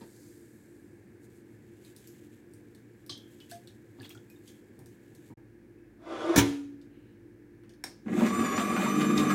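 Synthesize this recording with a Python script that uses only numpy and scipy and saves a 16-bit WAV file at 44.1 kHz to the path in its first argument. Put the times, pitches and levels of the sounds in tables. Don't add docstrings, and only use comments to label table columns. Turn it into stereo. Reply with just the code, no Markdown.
import sys
import numpy as np
from scipy import signal
from scipy.fft import rfft, irfft
from scipy.io import wavfile
from scipy.ndimage import uniform_filter1d

SR = 44100
rng = np.random.default_rng(int(sys.argv[2]) if len(sys.argv) > 2 else 0)


def master(y):
    cut = np.clip(np.atleast_2d(y).T, -1, 1)
    pcm = np.round(cut * 32767)
    wavfile.write(sys.argv[1], SR, pcm.astype(np.int16))


N = 411894
TIME = np.arange(N) / SR
AGE = TIME[:SR]
MAINS_HZ = 50.05
CUT_FROM_S, CUT_TO_S = 5.338, 5.372


def undb(db):
    return 10 ** (np.asarray(db) / 20)


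def unit(x):
    return x / np.sqrt(np.mean(x ** 2))


def noise():
    return rng.standard_normal(N)


def walk(rate):
    hold = max(int(SR / rate), 1)
    steps = np.repeat(rng.standard_normal(N // hold + 1), hold)
    return 1.25 * uniform_filter1d(steps, hold)[:N]


def ramp(start, length):
    return np.clip((TIME - start) / length, 0, 1)


def humps(rows):
    return sum(undb(db) * np.exp(-.5 * ((TIME - s) / width) ** 2) for s, db, width in rows)


def fade(t60):
    return np.exp(-np.log(1000) * AGE / t60)


def burst(t60):
    return rng.standard_normal(SR) * fade(t60)


def grains(rate, spread):
    strikes = rng.random(N) < rate / SR
    sizes = undb(spread * np.minimum(rng.exponential(size=N), 5))
    return unit(strikes * np.sign(noise()) * sizes)


def colour(x, points):
    hz, db = np.transpose(points)
    octave = np.log2(np.maximum(np.fft.rfftfreq(8192, 1 / SR), 1))
    skirt_db = np.clip(24 * (np.log2(hz[0]) - octave), 0, 60)
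    gain_db = np.interp(octave, np.log2(hz), db) - skirt_db
    cepstrum = irfft(np.log(undb(gain_db)))
    half = len(cepstrum) // 2
    cepstrum[1:half] *= 2
    cepstrum[half + 1:] = 0
    response = irfft(np.exp(rfft(cepstrum)))
    return signal.fftconvolve(x, response)[:len(x)]


def band(x, hz, width):
    b, a = signal.iirpeak(min(hz, .45 * SR), hz / min(width, .3 * SR), fs=SR)
    return signal.lfilter(b, a, x + 1e-18)


def resonate(x, peaks):
    total = 0
    for hz, width, db in peaks:
        once = band(x, hz, 1.37 * width)
        total = total + undb(db) * unit(band(once, hz, 1.37 * width))
    return unit(total)


def ring(modes, blur=0):
    total = 0
    for hz, db, t60 in modes:
        drift = np.cumsum(rng.standard_normal(SR)) * np.sqrt(2 * np.pi * blur * hz / SR)
        total = total + undb(db) * fade(t60) * np.sin(2 * np.pi * hz * AGE + drift)
    return total


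def tone(phase):
    return np.sqrt(2) * np.sin(phase)


def add(out, s, db, sound):
    i = int(s * SR)
    out[i:i + len(sound)] += (undb(db) * sound / np.abs(sound).max())[:N - i]


def scatter(t60):
    spectrum = rfft(burst(t60))
    return irfft(spectrum / uniform_filter1d(np.abs(spectrum), size=50))[:SR // 2]


def place(x, wet_db, t60, lead_ms):
    lag = int(lead_ms * SR / 1000)
    out = np.array([x, np.pad(x, (lag, 0))[:N]])
    for side in out:
        delayed = np.pad(scatter(t60), (SR // 900, 0))
        tail = colour(delayed, [(520, -2.5), (3000, -2.5), (15000, -5.5)])
        side += undb(wet_db) * signal.fftconvolve(x, tail / np.linalg.norm(tail))[:N]
    out[1] += (undb(-3) - 1) * band(out[1], 1100, 2100)
    return out / np.sqrt(1 + undb(2 * wet_db) / 2)


def diffuse(rate, spread, points):
    shared, left, right = (unit(colour(grains(rate, spread), points)) for _ in range(3))
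    return (np.array([shared, np.roll(shared, 12)]) + np.array([left, right])) / np.sqrt(2)


# (f/Hz, level/dB)
AIR_COLOUR = [(18, -50), (30, -29.5), (48, -13.5), (102, -10.5), (136, -14), (205, -12.5), (260, -12),
              (346, -8), (485, -14), (538, -18.5), (640, -28.5), (850, -26), (1150, -33), (1780, -25.5),
              (2700, -36), (3070, -41), (15000, -45.5)]
# (f/Hz, width/Hz, level/dB)
HUM_PEAKS = [(111.5, 19, 0), (225.7, 66, 1), (291.9, 22, 0), (337, 26, -1), (1680, 180, -13.5),
             (2170, 260, -18)]


def kitchen():
    later = ramp(CUT_FROM_S, .03)
    air = unit(colour(noise(), AIR_COLOUR)) * undb(-60.5 - 1.5 * later)
    hum = resonate(noise(), HUM_PEAKS) * undb(-55.5 - 1.5 * later)
    fan = tone(2 * np.pi * 343 * TIME + 0.61 * walk(25)) * undb(-61)
    drone = tone(2 * np.pi * MAINS_HZ * TIME + .3 * walk(12)) * undb(-67.5) * later
    width_colour = [(40, -1), (330, 5.5), (700, -10.5), (1800, -3), (3500, -21), (15000, -25.5)]
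    width = unit(colour(noise(), width_colour)) * undb(-64 - 1.5 * later)
    return air + hum + fan + drone + width * np.array([[1], [-1]])


# (f/Hz, level/dB)
FIZZ_COLOUR = [(1760, -69), (3000, -3.5), (5200, 3.5), (7000, 5.5), (9000, 9.5), (10300, 2), (12400, 5),
               (15500, -5)]
# (t/s, level/dB, width/s)
LAST_DRIBBLES = [(1.245, -66, 0.018), (1.37, -70, 0.031)]
# (t/s, level/dB, width/s)
STEEL_SPRAY = [(0.22, -65, 0.1)]
# (f/Hz, level/dB)
STEEL_SPRAY_COLOUR = [(3200, -28), (4600, 4), (7500, -1), (10000, -9), (15000, -10)]
# (f/Hz, level/dB)
FIRST_SPLASH_COLOUR = [(100, -10), (390, 4.5), (600, -13), (900, -11.5), (1140, -25), (1720, -13),
                       (2460, -28), (5000, -29), (7800, -55)]
POUR_DB, TIP_BACK_S, THINNING_DB_PER_S = -62.5, 0.28, 17


def stream():
    flow = undb(POUR_DB - THINNING_DB_PER_S * np.maximum(TIME - TIP_BACK_S, 0)) + humps(LAST_DRIBBLES)
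    fizz = diffuse(6000, 3.6, FIZZ_COLOUR) * flow
    fizz += diffuse(9000, 2.3, STEEL_SPRAY_COLOUR) * humps(STEEL_SPRAY)
    splash = np.zeros(N)
    swelling = burst(0.19) * (1 - fade(0.038))
    add(splash, .006, -35, colour(swelling, FIRST_SPLASH_COLOUR))
    return fizz + place(splash, wet_db=-4, t60=0.062, lead_ms=0.26)


def bubble(hz, t60, rise):
    age = AGE[:SR // 4]
    phase = 2 * np.pi * hz * np.cumsum(1 + rise * np.minimum(age / t60, 1)) / SR
    return np.sin(phase) * fade(t60)[:len(age)] * (1 - np.exp(-age * hz / 3))


# (f/Hz, level/dB)
FINGER_COLOUR = [(1180, -51), (2000, 5), (4320, -2.5), (8000, 2), (10200, -3), (12400, -0.5), (15500, -7.5)]
# (t/s, level/dB, width/s)
YEAST_SQUEEZES = [(1.87, -69, 0.053), (2.11, -67, 0.16), (3.47, -68.5, 0.16), (3.505, -56, 0.0073),
                  (4.06, -77, 0.079), (4.49, -63, 0.02), (4.5, -71, 0.1), (5.02, -82, 0.13),
                  (5.28, -75, 0.041)]
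# (t/s, level/dB, width/s)
CRUMB_PATTER = [(4.025, -57, 0.021), (4.058, -53.5, 0.011), (4.112, -56.5, 0.018)]
# (f/Hz, level/dB)
CRUMB_PATTER_COLOUR = [(700, -2), (1700, 2), (4200, 1), (5500, -7), (12000, -18)]
# (t/s, peak level/dB, brightest f/Hz)
HANDLING_TICKS = [(1.849, -36.5, 3500), (1.964, -33.5, 7900), (2.074, -30, 9300), (2.537, -38, 9000),
                  (2.749, -40, 9510), (3.064, -35, 11000), (3.1773, -38, 5640), (3.403, -36, 2800),
                  (3.514, -23.5, 5100), (3.674, -34.5, 3480), (4.019, -34, 9000), (4.046, -44, 13000),
                  (4.0936, -31, 12500), (4.149, -39, 7400), (4.3002, -38.5, 8200), (4.388, -50, 12000),
                  (4.478, -36, 7000), (4.791, -39.5, 8800), (4.86, -37, 13200), (5.15, -39.5, 6900),
                  (6.815, -45, 3540), (7.32, -63, 1100), (7.636, -45, 1500), (7.694, -43.5, 2940),
                  (7.7375, -48.5, 3350)]
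# (t/s, ring peak level/dB, crack peak level/dB)
STEEL_PINGS = [(3.095, -36, -27), (3.0985, -29, -30), (3.123, -32.5, -47), (4.477, -44, -55)]
# (f/Hz, level/dB, t60/s)
BOWL_MODES = [(3133, -1.5, 0.26), (3210, -6, 0.61), (3400, 1, 0.31), (3600, -6, .1), (3698, -11, 0.26),
              (3784, -5, 0.12), (4270, -10, 0.24), (4100, -8, 0.19), (4624, 2, 0.11), (4820, -8, 0.12),
              (5260, -9, .2), (5534, -15, 0.25), (5900, -9, 0.24), (6160, -4, .16), (7000, -15, .2),
              (8200, -12, 0.04)]
# (t/s, peak level/dB, f/Hz, t60/s, rise in pitch as a share)
CRUMB_PLOPS = [(3.094, -46.5, 1126, 0.038, 0.056), (3.405, -50.5, 2980, 0.087, 0.03),
               (3.408, -55, 3290, 0.081, .03), (3.517, -39.5, 687, 0.23, 0.05),
               (3.514, -47.5, 1570, 0.08, .06), (3.517, -50, 1684, .07, .06),
               (4.0005, -43.5, 4200, 0.0062, 0.34), (4.007, -47.5, 1680, 0.052, .03),
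               (4.03, -49, 2560, 0.012, .1), (4.032, -46, 3480, 0.0068, .1),
               (4.046, -42.5, 3330, 0.022, 0.092), (4.0506, -45, 4200, 0.0055, .1),
               (4.052, -47, 1800, 0.0059, .3), (4.0835, -51, 3750, 0.011, .1),
               (4.104, -42.5, 2300, 0.0067, 0.57), (4.108, -45, 3260, 0.022, 0.054),
               (4.151, -48, 1404, 0.031, 0.11), (4.175, -48.5, 3300, 0.0092, .1),
               (4.3, -55, 2470, 0.069, .05), (4.36, -62, 3660, 0.049, .03)]
RUB_FROM_S, RUB_TO_S, RUB_DB = 1.3, 5.33, -75
BOWL_BLUR = .007


def yeast_and_ticks():
    effort = undb(RUB_DB) * ((TIME > RUB_FROM_S) & (TIME < RUB_TO_S)) + humps(YEAST_SQUEEZES)
    rub = diffuse(700, 0.81, FINGER_COLOUR) * effort * undb(2 * walk(26))
    rub += diffuse(1500, 2.5, CRUMB_PATTER_COLOUR) * humps(CRUMB_PATTER)
    clicks, rings, plops = np.zeros((3, N))
    for s, db, hz in HANDLING_TICKS:
        add(clicks, s, db, band(burst(0.0025) + 0.11 * burst(0.026), hz, 0.87 * hz))
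    crack_peaks = [(5020, 2000, 12), (4100, 330, 9.5), (7700, 980, -6.5)]
    for s, ring_db, crack_db in STEEL_PINGS:
        add(rings, s, ring_db, ring(BOWL_MODES, BOWL_BLUR))
        add(clicks, s, crack_db, resonate(burst(0.023) + .25 * burst(0.059), crack_peaks))
    for s, db, hz, t60, rise in CRUMB_PLOPS:
        add(plops, s, db, bubble(hz, t60, rise))
    ringing = place(rings, wet_db=-8, t60=0.19, lead_ms=.05)
    ticking = place(clicks, wet_db=1.5, t60=0.21, lead_ms=.23)
    bubbling = place(plops, wet_db=-4, t60=.16, lead_ms=.06)
    return rub + ringing + ticking + bubbling


# (t/s, peak level/dB)
BOWL_NUDGES = [(3.098, -41.5), (3.985, -38.5), (4.15, -44), (4.785, -40), (5.30, -37.5)]
# (f/Hz, width/Hz, level/dB)
NUDGE_PEAKS = [(111.3, 19, 0), (285, 97, 0), (790, 220, -12.5)]
# (t/s, level/dB, width/s)
SLEEVE_RUSTLES = [(6.96, -73, 0.047), (7.09, -72, 0.054)]
# (f/Hz, level/dB)
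SLEEVE_COLOUR = [(1900, -2), (2900, 4), (3400, -11), (4000, -4), (5000, -25), (12000, -30)]


def hands():
    out = np.zeros(N)
    for s, db in BOWL_NUDGES:
        add(out, s, db, resonate(burst(0.32), NUDGE_PEAKS))
    add(out, 5.775, -61, resonate(burst(0.1), [(2580, 40, 0)]))
    rustling = diffuse(4000, 1.8, SLEEVE_COLOUR) * humps(SLEEVE_RUSTLES)
    return place(out, wet_db=-5, t60=0.32, lead_ms=0.18) + rustling


# (f/Hz, level/dB)
SCRAPE_COLOUR = [(160, -30.5), (280, -19), (335, -0.5), (505, -16), (645, -10), (772, -19), (1160, -16.5),
                 (2240, -29.5), (3430, -32.5), (4240, -39), (9300, -47.5), (14000, -69.5)]
# (f/Hz, width/Hz, level/dB)
CASING_PEAKS = [(2520, 140, 0.5), (3400, 150, 4.5)]
# (t/s, level/dB, width/s)
HINGE_CATCHES = [(6.262, -35, 0.012), (6.307, -20, 0.0093)]
HINGE_FROM_S, HINGE_ATTACK_S, HINGE_DB, PRESS_DB_PER_S = 5.953, 0.16, -36, 35
GROAN_HZ, GROAN_DB = 332.4, -47
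JUDDER_HZ, JUDDER_DB = 62.3, 3


def hinge():
    scrape = colour(grains(5000, 1.6), SCRAPE_COLOUR)
    scrape += sum(undb(db) * band(scrape, hz, width) for hz, width, db in CASING_PEAKS)
    latch_s = LATCH_KNOCKS[0][0]
    pressing_s = np.clip(TIME, HINGE_FROM_S, latch_s) - HINGE_FROM_S - HINGE_ATTACK_S
    attack = ramp(HINGE_FROM_S, HINGE_ATTACK_S) ** 2
    pressure = attack * undb(PRESS_DB_PER_S * pressing_s) * (1 - ramp(latch_s, .02))
    judder = np.sin(2 * np.pi * np.cumsum(JUDDER_HZ * (1 + 0.1 * walk(40))) / SR)
    roughness_db = JUDDER_DB * judder * ramp(HINGE_FROM_S, 0.3)
    scrape = unit(scrape) * pressure * undb(HINGE_DB + roughness_db)
    phase = 2 * np.pi * np.cumsum(GROAN_HZ * (1 + 0.012 * walk(120))) / SR
    groan = tone(phase) * (pressure * undb(GROAN_DB) + humps(HINGE_CATCHES)) * undb(1.2 * walk(70))
    return place(groan, wet_db=-16, t60=.15, lead_ms=.2) + place(scrape, wet_db=0, t60=0.11, lead_ms=0.19)


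# (t/s, crack level/dB, thud peak level/dB)
LATCH_KNOCKS = [(6.36, -5.5, -21), (6.3752, -6, -21), (6.380, -4, -9.5), (6.3861, -6.5, -17.5),
                (6.390, -18, -11), (6.409, -27, -18.5)]
# (f/Hz, level/dB)
CONTACT_COLOUR = [(900, -5.5), (3400, 0.5), (4500, -4.5), (7000, -1.5), (10500, -8.5), (15500, 0.5)]
# (f/Hz, level/dB)
CLATTER_COLOUR = [(60, -48), (90, -26.5), (206, -0.5), (328, -7.5), (509, -22.5), (757, -17.5),
                  (864, -17.5), (2090, -20), (2430, -24.5), (3390, -19.5), (4820, -33.5), (5750, -24.5),
                  (15500, -38.5)]
# (f/Hz, level/dB, t60/s)
BODY_MODES = [(110, -3, 0.3), (160.3, -4.5, 0.08), (200, 5.5, 0.085), (351.3, 0, 0.28), (405, -3.5, 0.18),
              (450, -12.5, 0.54), (673, -15, 0.14), (760, -19, 0.24), (997, -8, 0.1), (1320, -15, 0.083),
              (1567, -14, 0.15), (2120, -15.5, .15), (3350, -24, 0.2), (3466, -18.5, .15)]
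# (f/Hz, level/dB)
SHIVERING_COLOUR = [(400, -2.5), (1000, -1.5), (2200, -4), (3400, -3.5), (4600, -11.5), (6500, -10),
                    (10000, -17), (15500, -27.5)]
# (f/Hz, level/dB, t60/s)
LOCKED_MODES = [(283.4, -1, 0.94), (262, -15.5, 0.21), (302, -14.5, 0.69)]
SNAP_DB, CLATTER_DB = -4, -1.5
BODY_BLUR = .012


def latch():
    cracks, thuds, ringing = np.zeros((3, N))
    for s, crack_db, thud_db in LATCH_KNOCKS:
        add(cracks, s, crack_db + SNAP_DB, colour(burst(.011), CONTACT_COLOUR))
        add(cracks, s, crack_db + CLATTER_DB, colour(burst(.05), CLATTER_COLOUR))
        add(thuds, s, thud_db, ring(BODY_MODES, BODY_BLUR))
    main_s = LATCH_KNOCKS[2][0]
    add(cracks, main_s, -21.5, colour(burst(0.47), SHIVERING_COLOUR))
    add(ringing, main_s, -17, ring(LOCKED_MODES))
    add(thuds, main_s, -17, resonate(burst(0.33), [(150, 168, 0)]))
    near = place(ringing, wet_db=-16, t60=.15, lead_ms=.2) + place(cracks, wet_db=3, t60=.08, lead_ms=.19)
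    return near + place(thuds, wet_db=-0.5, t60=0.26, lead_ms=.2)


# (f/Hz, width/Hz, level/dB)
SWITCH_PEAKS = [(330, 170, -8), (750, 270, 3.5), (1880, 860, 9.5), (3810, 390, 0.5), (5470, 350, 10.5),
                (8200, 4600, 8)]
SWITCH_S, SWITCH_DB = 7.839, -20.5


def switch():
    out = np.zeros(N)
    add(out, SWITCH_S, SWITCH_DB, resonate(burst(0.017) + 0.052 * burst(0.091), SWITCH_PEAKS))
    add(out, SWITCH_S, -41, band(burst(0.38), 5260, 1000))
    add(out, SWITCH_S, -42, band(burst(0.48), 220, 190))
    return place(out, wet_db=-1.5, t60=0.2, lead_ms=0)


# (rotor order, rms level/dB before wavering)
WHINE_LINES = [(4, -44.5), (8, -50), (10, -60), (12, -58), (16, -69), (18, -77), (20, -54.5), (22, -70),
               (24, -51.5), (28, -58), (30, -66), (32, -62), (34, -80), (36, -61), (40, -64), (42, -71),
               (44, -66), (46, -66), (48, -81)]
# (f/Hz, width/Hz, level/dB)
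COVER_PEAKS = [(4720, 170, 7), (6995, 115, 3)]
# (multiple of the mains frequency, relative level/dB)
BUZZ_LINES = [(3, -46), (6, -38), (7, -55.5), (9, -49.5)]
TOOTH_PLAY = .14
BELT_ORDER, BELT_DB = 3.83, -36
DRUM_ORDER, DRUM_DB = 2 / 3, -37
LOAD_FROM_S, LOAD_RISE_S, IDLE_BUZZ_DB, LOADED_BUZZ_DB = 8.62, 0.34, -27, 6.5


def whine(spin, turn):
    gears = 0
    for order, db in WHINE_LINES:
        play = TOOTH_PLAY * np.sqrt(order) * walk(70)
        gears = gears + tone(order * turn + play) * undb(db + 1.3 * walk(12) + 1.2 * walk(150))
    gears = gears + sum(undb(db) * band(gears, hz, width) for hz, width, db in COVER_PEAKS)
    belt = tone(BELT_ORDER * turn + 0.75 * walk(70)) * undb(BELT_DB + 2.4 * walk(40))
    belt += tone(2 * BELT_ORDER * turn + 0.47 * walk(90)) * undb(BELT_DB - 18.5)
    mains = 2 * np.pi * MAINS_HZ * TIME
    buzz = sum(tone(k * mains) * undb(db + 0.75 * walk(7.2)) for k, db in BUZZ_LINES)
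    drum = tone(DRUM_ORDER * turn + 0.49 * walk(25)) * undb(DRUM_DB)
    load_db = IDLE_BUZZ_DB + (LOADED_BUZZ_DB - IDLE_BUZZ_DB) * ramp(LOAD_FROM_S, LOAD_RISE_S)
    singing = spin ** 60
    low = belt * singing + (buzz + drum) * undb(load_db)
    return place(gears * singing, wet_db=1, t60=.08, lead_ms=0) + place(low, wet_db=-12, t60=.12, lead_ms=0)


# (f/Hz, width/Hz, level/dB)
HOUSING_PEAKS = [(109.5, 29, -14.5), (151, 28, -11.5), (208.4, 50, 0.5), (225, 29, -0.5), (299.1, 28.6, 0),
                 (341, 24, 0.5), (440, 10, -20)]
# (t/s, swish level/dB, swish width/s, shove on the housing level/dB)
HOOK_STROKES = [(8.225, -45, 0.067, -34), (8.42, -54, 0.031, -31.5), (8.615, -42.5, 0.017, -61),
                (8.82, -41.5, 0.021, -56), (9.005, -43.5, 0.022, -29), (9.194, -36, 0.02, -27)]
MOTOR_ON_S = 8.052
SHOVE_WIDTH_S = 0.021
RUMBLE_DB, LOADED_RUMBLE_DB = -26, 0.5
JOLT_DB, JOLT_DELAY_S, JOLT_WIDTH_S = -30, 0.14, 0.055


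def rumble():
    shoves = humps([(s, db, SHOVE_WIDTH_S) for s, _, _, db in HOOK_STROKES])
    steady = undb(RUMBLE_DB + LOADED_RUMBLE_DB * ramp(LOAD_FROM_S, LOAD_RISE_S))
    jolt = humps([(MOTOR_ON_S + JOLT_DELAY_S, JOLT_DB, JOLT_WIDTH_S)])
    return resonate(grains(900, 1.7), HOUSING_PEAKS) * (steady + shoves + jolt) * ramp(MOTOR_ON_S, 0.023)


# (f/Hz, width/Hz, level/dB)
GEARBOX_PEAKS = [(580, 150, -5.5), (698, 116, -8.5), (974, 126, -7), (1166, 74, -6.5), (1405, 290, -8),
                 (1556, 220, -6), (1970, 260, -7), (2316, 116, -13.5)]
# (f/Hz, level/dB)
BRUSH_COLOUR = [(260, -23.5), (450, -18), (871, -25), (1170, -9), (1840, -21.5), (2010, -20.5),
                (5290, -34.5), (8720, -34), (10200, -44), (13000, -34.5), (15000, -70)]
RATTLE_DB, RATTLE_WAVER_DB = -35, 2
CHATTER_DB, CHATTER_HZ = 2.2, 70


def rattle(spin, turn):
    teeth = grains(300, 2.9) * (1 + .5 * np.sin(turn))
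    gears = 0
    for peak in GEARBOX_PEAKS:
        gears = gears + resonate(teeth, [peak]) * undb(peak[2] + RATTLE_WAVER_DB * walk(30))
    brushes = unit(colour(grains(3000, 3.3), BRUSH_COLOUR)) * spin ** 5
    drive = ramp(MOTOR_ON_S, 0.0093) * undb(RATTLE_DB - 10 * (1 - ramp(MOTOR_ON_S, 0.2)))
    mixed = undb(-4.5) * unit(gears) + undb(-3.5) * brushes
    return mixed * drive * undb(CHATTER_DB * walk(CHATTER_HZ))


# (f/Hz, level/dB)
HOOK_COLOUR = [(880, -22), (1500, -20), (1840, -2.5), (3780, -6), (4500, -21), (6240, -6), (15000, -21)]
# (t/s, peak level/dB, brightest f/Hz, t60/s)
WATER_SLAPS = [(8.166, -25, 330, .06), (8.205, -22.5, 625, 0.2), (8.305, -26, 900, .03),
               (8.562, -32, 5000, 0.044), (8.578, -20, 1300, 0.12), (8.596, -28.5, 2900, 0.062),
               (8.765, -26, 1670, 0.047), (8.819, -26, 2070, 0.036), (9.015, -26, 3800, 0.013),
               (9.177, -22, 4600, 0.026), (9.198, -35, 3000, 0.053)]
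# (t/s, peak level/dB, f/Hz, t60/s, rise in pitch as a share)
WATER_GURGLES = [(8.605, -28, 676, 0.045, 0.11), (8.776, -30, 1410, 0.028, 0.11),
                 (8.795, -29.5, 795, 0.027, 0.092), (8.828, -26.5, 613, 0.024, 0.1),
                 (8.86, -29, 914, 0.042, 0.22), (8.878, -26, 1144, 0.044, .15),
                 (9.177, -28.5, 3680, 0.053, 0.02)]


def stirred_water():
    swish = diffuse(1700, 1.6, HOOK_COLOUR) * humps([row[:3] for row in HOOK_STROKES])
    water = np.zeros(N)
    for s, db, hz, t60 in WATER_SLAPS:
        add(water, s, db, resonate(grains(2500, 2.1)[:SR] * fade(t60), [(hz, 0.61 * hz, 0)]))
    for s, db, hz, t60, rise in WATER_GURGLES:
        add(water, s, db, bubble(hz, t60, rise))
    return swish + place(water, wet_db=0, t60=0.16, lead_ms=0)


# (t/s, f/Hz)
ROTOR_SPEED = [(8.27, 295), (8.33, 301), (8.43, 298.8), (8.485, 290.3), (8.55, 290), (8.61, 300.5),
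               (8.66, 302), (8.75, 299.6), (8.83, 308), (8.91, 302), (8.99, 305.6), (9.1, 304),
               (9.18, 309.7), (9.24, 307), (9.33, 299.5)]
SPIN_UP_S = 0.052


def motor():
    spin = 1 - np.exp(-np.maximum(TIME - MOTOR_ON_S, 0) / SPIN_UP_S)
    rotor_hz = uniform_filter1d(np.interp(TIME, *np.transpose(ROTOR_SPEED)), size=1000) * spin
    turn = 2 * np.pi * np.cumsum(rotor_hz * (1 + .001 * walk(250))) / SR
    body = place(rumble() + rattle(spin, turn), wet_db=3, t60=0.093, lead_ms=0)
    return whine(spin, turn) + stirred_water() + body


def scene():
    return kitchen() + stream() + yeast_and_ticks() + hands() + hinge() + latch() + switch() + motor()


def record(dry):
    live = uniform_filter1d(1. * ((TIME < CUT_FROM_S) | (TIME > CUT_TO_S)), size=200)
    rounded = np.tanh(dry * live)
    heard = signal.sosfilt(signal.butter(2, 48, "high", fs=SR, output="sos"), rounded)
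    return signal.sosfilt(signal.ellip(8, .2, 80, 15800, fs=SR, output="sos"), heard)


dry = scene()
out = record(dry)
master(out)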